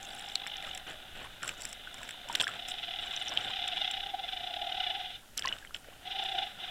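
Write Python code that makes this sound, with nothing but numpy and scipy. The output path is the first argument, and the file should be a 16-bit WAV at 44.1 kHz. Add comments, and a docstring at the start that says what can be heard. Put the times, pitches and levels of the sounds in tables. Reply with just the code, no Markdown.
"""A fishing reel whirrs down a taut line into the housing of a small sealed camera towed through a lake.
The line rasps and squeaks by friction, coloured by the housing, and the meshing gears add a rough hum.
The whirr throbs with the winding, which stops once and starts again. As the camera breaks the surface,
bubbles ring against the shell, spray ticks on it and water sloshes past, over a low rumble and hiss."""
import sys
import numpy as np
from scipy import signal
from scipy.io import wavfile
from scipy.ndimage import uniform_filter1d

SR = 44100
rng = np.random.default_rng(int(sys.argv[2]) if len(sys.argv) > 2 else 0)


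def to_wav(sig):
    """Store sig (one row per channel, or 1-D mono) as 16-bit WAV at the path in sys.argv[1].

    Samples outside -1..1 are clipped; the rate is SR.
    """
    pcm = np.clip(np.atleast_2d(sig), -1, 1) * 32767
    pcm = np.round(pcm).astype(np.int16)
    wavfile.write(sys.argv[1], SR, pcm.T)  # frames by channels


N = 295470
TIME = np.arange(N) / SR

# Levels are relative: each source applies its own gains.
# strain on the line through winding, stop and winding: t/s, rasp level/dB, hum level/dB
LINE_STRAIN = [(0, -49.5, -53), (.55, -45, -53), (.75, -46.5, -53), (.85, -53, -60), (1.08, -55, -62.5),
               (1.2, -56.5, -57), (1.35, -54.5, -73), (1.8, -51, -59.5), (2.45, -50.5, -59),
               (2.7, -42.5, -48), (3.15, -40, -51.5), (3.33, -43, -48), (3.55, -39, -46.5),
               (3.87, -38, -45.5), (4.13, -45, -45), (4.38, -41, -47.5), (4.62, -43.5, -42),
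               (4.85, -39.5, -40.5), (5.02, -42, -43), (5.16, -46.5, -60.5), (5.24, -74, -82),
               (6.0, -76, -66), (6.07, -44.5, -47), (6.17, -40, -41), (6.42, -40.5, -38),
               (6.49, -44, -51.5), (6.56, -56, -71), (6.63, -41, -47), (6.7, -45.5, -54)]
# strokes of winding, each throbbing evenly until the next: start t/s, throb rate f/Hz
WINDING_STROKES = [(0.008, 48.5), (0.132, 54.4), (0.26, 50.3), (0.539, 46.1), (0.879, 63.5), (1.73, 49.5),
                   (2.565, 33.1), (2.739, 20.3), (2.886, 37.8), (2.992, 24.8), (3.113, 35.8), (3.169, 19.2),
                   (3.377, 28.9), (3.481, 35.1), (3.681, 21.9), (3.817, 32.1), (4.098, 20.9), (4.289, 24.1),
                   (4.372, 29.5), (4.542, 38.6), (4.775, 31.1), (4.904, 19.9), (6.073, 22.5), (6.162, 31.2),
                   (6.386, 23.2)]
# modulation of the whirr: t/s, throb depth, chatter depth (0-1)
MODULATION = [(0, 1.6, 0.1), (.75, 2, 0.34), (.9, 0.56, .2), (2.4, 0.37, 0.4), (2.6, 1.8, 0.86),
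              (3.6, 1.43, 0.8), (4.3, 2.03, 0.62), (4.9, 1.6, .1), (5.1, 0.37, .1), (6.3, 1.55, 0.03),
              (6.7, 0.55, 0)]
# hardest tugs on the line: t/s, rasp level/dB, hum level/dB, half-width/s
LINE_TUGS = [(2.595, -36, -47, 0.0027), (3.641, -31, -39, 0.0012), (3.818, -32, -41, 0.0043),
             (3.94, -34, -46, 0.0027), (4.144, -50, -30, 0.0038), (4.332, -45, -42, 0.0021),
             (4.542, -39, -49, .0026), (4.723, -38, -48, .0024), (4.804, -33, -48, 0.0028),
             (6.196, -57, -31.5, 0.0039), (6.387, -32, -39, 0.0035)]
# bright response of the housing to the line: f/Hz, level/dB
RASP_RESPONSE = [(1000, -49), (1500, -14), (1800, -11.5), (2060, -33), (2170, -17.5), (2350, -7),
                 (2700, -8), (2950, 3.5), (3170, -2.5), (3500, 5), (3850, -2.5), (4150, -12.5),
                 (4450, -26.5), (9000, -99.5)]
# response to the line's softer, broader rub: f/Hz, level/dB
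RUB_RESPONSE = [(900, -19.5), (1200, -22), (1360, 0), (1560, -1), (1800, -8), (2080, 8.5), (2200, -6),
                (2500, -6.5), (4000, 4.5), (4430, -35), (4800, -7.5), (5700, -11), (6700, -21),
                (12000, -44)]
# tooth rate of the gears, wandering with the winding speed: t/s, f/Hz
TOOTH_RATE = [(0, 780), (.55, 790), (.9, 735), (2.6, 715), (3.5, 755), (3.85, 725), (4.1, 785), (4.3, 745),
              (4.62, 720), (4.93, 765), (5.1, 735), (6.06, 720), (6.16, 780), (6.43, 760), (6.55, 725)]
# spectrum of the rough, noisy part of the gear hum: f/Hz, level/dB
GEAR_NOISE_SPECTRUM = [(200, -34.5), (350, -20.5), (480, -30), (610, -48.5), (670, -5), (700, -0.5),
                       (770, 3.5), (830, 1.5), (885, -20), (1000, -27), (1500, -64.5)]
# loudest bubbles: t/s, level/dB, f/Hz, 60 dB decay time/s
LOUDEST_BUBBLES = [(0.029, -38.5, 6270, .006), (0.1493, -37, 9806, .006), (0.288, -37, 5300, .009),
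                   (0.3561, -12.5, 4040, 0.0034), (0.466, -22, 2110, 0.002), (0.569, -32.5, 5740, 0.0021),
                   (1.434, -26, 1430, .016), (1.873, -34.5, 1490, 0.027), (2.298, -29.5, 947, 0.04),
                   (2.352, -13.5, 3560, 0.0056), (2.3995, -16.5, 3500, 0.011), (2.406, -14, 3202, 0.0021),
                   (2.4122, -15.5, 3200, .009), (2.435, -30, 1420, 0.025), (2.4416, -23, 3400, .01),
                   (2.469, -22.5, 1640, 0.014), (2.48, -25.5, 3300, 0.0066), (2.489, -29.5, 1345, .021),
                   (3.1637, -28.5, 6000, .007), (3.2832, -27.5, 5760, 0.0051), (3.2924, -32, 5620, 0.016),
                   (3.374, -13.5, 3140, 0.0087), (5.3777, -21, 5900, 0.0037), (5.3775, -24.5, 4100, .0046),
                   (5.3785, -25, 11000, .004), (5.385, -25.5, 3200, 0.0099), (5.393, -25, 5200, .006),
                   (5.423, -24.5, 3280, 0.007), (5.4426, -31, 1730, 0.023), (5.4512, -26, 1060, 0.042),
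                   (5.4584, -20, 4440, .0021), (5.473, -23, 2870, .014), (5.4738, -27.5, 1980, 0.024),
                   (5.4804, -26, 5660, .0046), (5.487, -25.5, 3450, 0.016), (5.491, -29, 2930, 0.026),
                   (5.517, -33, 1450, 0.0074), (5.5257, -22.5, 2975, 0.022), (5.566, -41, 1350, .01),
                   (5.584, -43, 3670, .02), (5.626, -44, 1650, .034), (5.6494, -31.5, 2020, .003),
                   (5.6732, -42.5, 3120, .017), (5.7082, -40, 1340, 0.01), (5.7461, -22, 3070, .005),
                   (5.7635, -31.5, 3100, 0.0041), (5.8854, -41.5, 536, 0.011), (5.9328, -47, 2900, .009)]
# largest drops of spray: t/s, tick level/dB, knock level offset/dB
SPRAY_DROPS = [(0.0278, -44, 3), (0.194, -37, 4), (0.285, -46, 10), (0.3539, -28.5, -7), (0.47, -33, 3),
               (0.748, -32, 4.5), (0.7751, -32.5, 0), (1.4299, -28.5, 1), (1.4554, -44, 11),
               (1.4768, -27, 3), (1.4903, -29.5, 10.5), (1.619, -28.5, 2.5), (1.6512, -23, 0),
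               (1.728, -30, -2), (1.942, -36.5, 3.5), (2.0306, -37, 11.5), (2.0896, -36, 12),
               (2.1073, -37, 4), (2.2865, -35.5, 9), (2.3268, -32, -8), (2.3537, -23.5, 6),
               (2.41, -27.5, 10), (2.4773, -33, 11), (2.6847, -31, -11), (3.6784, -31.5, -11),
               (3.9122, -31, -8), (5.3742, -23, -9), (5.3935, -29, 1), (5.4803, -43, 3), (5.585, -44, 7),
               (5.7487, -41, 12), (6.2377, -39.5, 5)]
# thin ring of the shell: f/Hz, level/dB
SHELL_RESPONSE = [(3500, -24.5), (4700, -10), (5350, 4), (6000, -4.5), (6600, -9), (7600, 9), (8600, -9.5),
                  (9500, -4.5), (10150, -13), (10800, -6), (12000, -18), (14500, -15), (16500, -24)]
# response of the body to a sharp impact: f/Hz, level/dB
KNOCK_RESPONSE = [(100, -20), (800, -12), (1050, -24), (1500, 5), (2200, 4.5), (3000, 8.5), (3700, -11),
                  (4600, -4), (7000, -71), (12000, -99)]
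# response of the body to the push of water: f/Hz, level/dB
BODY_RESPONSE = [(30, -9), (100, -0.5), (220, 0), (450, -3.5), (750, 3.5), (1050, -10), (1450, 5.5),
                 (1750, 1.5), (2200, -3.5), (3000, 3), (3700, -3.5), (4500, -14.5), (9000, -75)]
# waves washing over the shell: start t/s, duration/s, slosh level/dB, fizz level/dB
WAVE_WASHES = [(0, 0.32, -63, -58.5), (.62, 0.063, -53.5, -58), (0.863, 0.051, -50.5, -57.5),
               (1.149, 0.1, -53.5, -64), (1.416, 0.091, -52, -52.5), (1.569, 0.13, -60.5, -52.5),
               (1.968, 0.11, -58, -57), (2.289, 0.097, -52, -56), (2.396, 0.014, -42, -39.5),
               (2.475, 0.085, -52.5, -61.5), (2.676, .025, -58, -47), (3.008, 0.26, -58.5, -61),
               (3.29, 0.21, -50.5, -59), (3.736, 0.046, -55, -63), (5.367, 0.048, -57, -52.5),
               (5.431, 0.11, -53, -62), (5.555, 0.091, -65, -64.5), (5.74, 0.021, -58, -54.5),
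               (5.831, 0.1, -64.5, -80), (6.158, 0.34, -83, -69)]
# slosh of the steady flow, weaker while the winding rests: t/s, level/dB
STEADY_FLOW = [(0, -59.5), (4.9, -61), (5.25, -67.5), (5.8, -67.5), (6.2, -59.5)]
# deep buffeting by the current: t/s, level/dB
BUFFETING = [(0, -57), (.5, -66), (.7, -56), (1.5, -57.5), (1.7, -58), (2.4, -60), (3.4, -59), (4.25, -58),
             (4.7, -59.5), (5.3, -58.5), (6.7, -59)]
# spectra of the rumble and of the steady hiss: f/Hz, level/dB
RUMBLE_SPECTRUM = [(20, 6), (50, -5), (90, -7.5), (200, -26), (1000, -64)]
HISS_SPECTRUM = [(20, -13), (100, -21.5), (300, -24), (800, -26), (1500, -50), (4000, -31.5),
                 (9000, -32.5), (14000, -35.5), (16000, -41.5)]


def line(rasp_db=-1, rub_db=-9.5, rub_follows=0.35, even_share=0.13, chatter_hz=104.8,
         squeak_share=0.69, squeak_above_db=-46):
    """Friction drives the housing: irregular slips of the line rasp, regular ones squeak."""
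    _, chatter = follow(MODULATION)
    stutter = 1 + chatter * np.cos(unsteady_phase(chatter_hz, jitter=0.2984, wobble_hz=60.3))
    pulsing = even_share + (1 - even_share) * throb_power(sharpness=0.94) * stutter
    power = gain_of(follow(LINE_STRAIN)[0]) ** 2 * pulsing + tugs()[0]
    # part of the power above a threshold becomes pitched; the rest stays rough
    pitched = squeak_share * (1 - chatter / 2) * np.maximum(power - gain_of(squeak_above_db) ** 2, 0)
    rough = np.maximum(power - pitched, 0)
    squeaks = squeak() * np.sqrt(pitched)
    slips = squeaks + grains(per_s=14000, spread_db=2.3) * np.sqrt(rough)
    # the rub follows the throbs only in part
    steady = np.maximum(uniform_filter1d(power, size=SR // 20), 0)
    rub_power = rub_follows * rough + (1 - rub_follows) * steady
    rub = np.sqrt(rub_follows) * squeaks + rng.standard_normal(N) * np.sqrt(rub_power)
    return gain_of(rasp_db) * through(slips, RASP_RESPONSE) + gain_of(rub_db) * through(rub, RUB_RESPONSE)


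def squeak(slip_hz=680, pitch_scatter=0.08, fall_per_s=15, fall_scatter_per_s=7, harmonics=9):
    """Stick-slip oscillation: a harmonic series whose fundamental glides down through each throb."""
    number, _, age = throb_timing()
    pitch, fall = rng.standard_normal((number[-1] + 1, 2))[number].T
    rate = slip_hz * np.exp(pitch_scatter * pitch - (fall_per_s + fall_scatter_per_s * fall) * age)
    phase = unsteady_phase(rate, jitter=0.028, wobble_hz=151)
    return evened(sum(np.cos(k * phase) for k in range(1, harmonics + 1)))


def gears(tone_db=-3, noise_db=-4, octave_db=-17, suboctave_db=-23):
    """Periodic forcing: meshing teeth sound a wandering tone at the tooth rate, roughened by noise."""
    force = np.sqrt(gain_of(follow(LINE_STRAIN)[1]) ** 2 * throb_power(sharpness=0.84) + tugs()[1])
    phase = unsteady_phase(follow(TOOTH_RATE)[0], jitter=0.03, wobble_hz=30.7)
    octaves = gain_of(octave_db) * np.sin(2 * phase) + gain_of(suboctave_db) * np.sin(phase / 2)
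    tone = np.sqrt(2) * (np.sin(phase) + octaves)
    roughness = through(force * rng.standard_normal(N), GEAR_NOISE_SPECTRUM)
    return gain_of(tone_db) * force * tone + gain_of(noise_db) * roughness


def throb_timing():
    """Periodic motion in each stroke: the nearest throb's number, and cycles and seconds from its peak."""
    start, rate = np.transpose(WINDING_STROKES)
    stroke = np.maximum(np.searchsorted(start, TIME) - 1, 0)
    cycle = ((TIME - start[stroke]) * rate[stroke] + 0.5) % 1 - 0.5
    number = np.cumsum(np.diff(cycle, prepend=cycle[0]) < -0.5)
    return number, cycle, cycle / rate[stroke]


def throb_power(sharpness, scatter_db=1):
    """Amplitude modulation: one bell of power per cycle, each of its own strength, with mean near one."""
    number, cycle, _ = throb_timing()
    depth = sharpness * follow(MODULATION)[0]
    strength = gain_of(scatter_db * rng.standard_normal(number[-1] + 1))[number]
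    return strength ** 2 * np.exp(depth * np.cos(2 * np.pi * cycle)) / np.i0(depth)


def tugs():
    """Transient loading: each hard tug gives a Gaussian pulse of power to the rasp and to the hum."""
    t = np.arange(-SR // 32, SR // 32) / SR
    rasp, hum = np.zeros((2, N))
    for s, rasp_db, hum_db, half_width in LINE_TUGS:
        bell = np.exp(-(t / half_width) ** 2)
        add(rasp, s + t[0], gain_of(rasp_db) ** 2 * bell)
        add(hum, s + t[0], gain_of(hum_db) ** 2 * bell)
    return rasp, hum


def bubbles(swell_cycles=0.83, rise=0.023, body_db=-14, shell_db=-24, echo_db=-12, echo_s=0.02):
    """Bubble resonance: each air pocket jolts the housing as it closes and rings, damped and rising."""
    t = np.arange(SR // 10) / SR
    tones, jolts = np.zeros((2, N))
    for s, db, hz, t60 in LOUDEST_BUBBLES:
        envelope = (1 - np.exp(-t * hz / swell_cycles)) * np.exp(-np.log(1000) * t / t60)
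        turns = np.cumsum(hz * (1 + rise * (np.minimum(t / t60, 1) - 1 / 4))) / SR
        add(tones, s, gain_of(db) * envelope / envelope.max() * np.sin(2 * np.pi * turns))
        add(jolts, s + swell_cycles / hz / 2, gain_of([db]))
    body = gain_of(body_db) * through(jolts, KNOCK_RESPONSE) / abs(ring(KNOCK_RESPONSE)).max()
    shell = gain_of(shell_db) * through(jolts, SHELL_RESPONSE) / abs(ring(SHELL_RESPONSE)).max()
    # short echoes off the shell and the water surface return the low tones a moment later
    scatter = rng.standard_normal(len(t)) * np.exp(-t / echo_s)
    echoes = signal.oaconvolve(lowpass(tones, hz=2200), scatter / np.linalg.norm(scatter))[:N]
    return tones + body + shell + gain_of(echo_db) * echoes


def spray(knock_db=-4, first_touch=0.27, splatter_s=0.0011):
    """Impact excitation: a drop's first touch and brief splatter set shell and body ringing."""
    t, out = np.arange(SR // 32) / SR, np.zeros(N)
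    shell, body = ring(SHELL_RESPONSE), ring(KNOCK_RESPONSE)
    for s, db, offset_db in SPRAY_DROPS:
        force = rng.standard_normal(len(t)) * t / splatter_s * np.exp(-t / splatter_s)
        force[0] = first_touch
        tick = signal.fftconvolve(force, shell)
        knock = gain_of(knock_db + offset_db) * signal.fftconvolve(force, body)
        add(out, s, gain_of(db) * (tick + knock) / abs(tick).max())
    return out


def water(eddy_db=6, gurgle_db=-2, foam_db=-3, sparkle_db=-2):
    """Flow noise: eddies push on the body and trap gurgling air; foam crackles and sparkles."""
    wash, fizz = waves()
    slosh = np.hypot(wash, gain_of(follow(STEADY_FLOW)[0]))  # waves and flow add in power
    eddies = through(slosh * grains(per_s=3000, spread_db=3.5), BODY_RESPONSE)
    gurgle = bubble_swarm(slosh, low_hz=521, high_hz=3370, per_s=450, decay_cycles=4.4, spread_db=6)
    foam = through(fizz * grains(per_s=1500, spread_db=7.5), SHELL_RESPONSE)
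    sparkle = bubble_swarm(fizz, low_hz=4640, high_hz=9850, per_s=450, decay_cycles=10.7, spread_db=7)
    return (gain_of(eddy_db) * eddies + gain_of(gurgle_db) * gurgle
            + gain_of(foam_db) * foam + gain_of(sparkle_db) * sparkle)


def waves(rise_s=0.005, drain_s=0.022):
    """Envelopes of slosh and fizz: each wave rises quickly, holds and drains by exponential decay."""
    t = TIME[:SR]
    slosh, fizz = np.zeros((2, N))
    for s, duration, slosh_db, fizz_db in WAVE_WASHES:
        envelope = np.minimum(t / rise_s, 1) * np.exp(-np.maximum(t - duration, 0) / drain_s)
        add(slosh, s, gain_of(slosh_db) * envelope)
        add(fizz, s, gain_of(fizz_db) * envelope)
    return slosh, fizz


def bubble_swarm(strength, low_hz, high_hz, per_s, decay_cycles, spread_db, sizes=24):
    """Incoherent sum: small bubbles of scattered sizes ring at random, each rising in pitch as it dies."""
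    t, out = np.arange(SR // 16) / SR, np.zeros(N)
    for hz in low_hz * (high_hz / low_hz) ** ((np.arange(sizes) + rng.random(sizes)) / sizes):
        age = t * hz / decay_cycles
        envelope = (1 - np.exp(-t * hz / 2)) * np.exp(-age)
        plink = envelope * np.sin(2 * np.pi * hz * t * (1 + 0.013 * np.minimum(age, 5)))
        births = strength * grains(per_s / sizes, spread_db)
        out += signal.oaconvolve(births, plink / np.linalg.norm(plink))[:N]
    return out / np.sqrt(sizes)


def current(gust_db=2):
    """Turbulent pressure fluctuations on the housing make a deep, uneven rumble."""
    pressure = gain_of(follow(BUFFETING)[0] + gust_db * wobble(hz=8.3)) * rng.standard_normal(N)
    return through(pressure, RUMBLE_SPECTRUM)


def hiss(level_db=-60):
    """Stationary coloured noise: a faint, steady background."""
    return gain_of(level_db) * through(rng.standard_normal(N), HISS_SPECTRUM)


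def ring(spectrum, size=4096):
    """Minimum-phase impulse response of unit energy with a given spectrum."""
    hz, db = np.transpose(spectrum)
    log_hz = np.log(abs(np.fft.fftfreq(size, 1 / SR)) + 1)
    log_gain = np.log(gain_of(np.interp(log_hz, np.log(hz), db)))
    response = np.fft.ifft(np.exp(np.conj(signal.hilbert(log_gain)))).real[:size // 2]
    return response / np.linalg.norm(response)


def through(force, spectrum):
    """Linear filtering: convolution colours a force with the given spectrum."""
    return signal.oaconvolve(force, ring(spectrum))[:N]


def grains(per_s, spread_db):
    """Shot noise of unit rms: random tiny impacts of uneven size."""
    size = gain_of(spread_db * np.minimum(rng.exponential(1, N), 4))
    return evened(size * rng.choice([-1, 1], N) * (rng.random(N) < per_s / SR))


def unsteady_phase(hz, jitter, wobble_hz):
    """Frequency modulation: the phase of an oscillation whose rate wanders at random."""
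    return 2 * np.pi * np.cumsum(hz * (1 + jitter * wobble(wobble_hz))) / SR


def wobble(hz):
    """Smooth random fluctuation of unit rms and bandwidth hz."""
    return evened(lowpass(rng.standard_normal(N), hz))


def lowpass(x, hz):
    """Second-order attenuation above a cutoff."""
    return signal.sosfilt(signal.butter(2, hz, fs=SR, output="sos"), x)


def follow(table):
    """Linear interpolation in time: each value column at every sample."""
    s, *columns = np.transpose(table)
    return [np.interp(TIME, s, column) for column in columns]


def gain_of(db):
    """Amplitude ratio of a level in decibels."""
    return 10 ** (np.asarray(db) / 20)


def evened(x):
    """Normalisation to unit rms."""
    return x / np.sqrt(np.mean(x ** 2) + 1e-20)


def add(mix, s, sound):
    """Superposes a sound on the mix from s seconds on."""
    part = mix[max(round(s * SR), 0):][:len(sound)]
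    part += sound[:len(part)]


def scene():
    """Superposition: all sources sum at the one microphone in the housing."""
    background = hiss()
    return (line() + gears() + bubbles() + spray() + water() + current() + background)[None]


def record(dry):
    """Band limiting: a linear-phase low-pass removes the treble above 16 kHz."""
    return signal.oaconvolve(dry, signal.firwin(255, 16000, window=("kaiser", 7), fs=SR)[None], "same")


dry = scene()
out = record(dry)
to_wav(out)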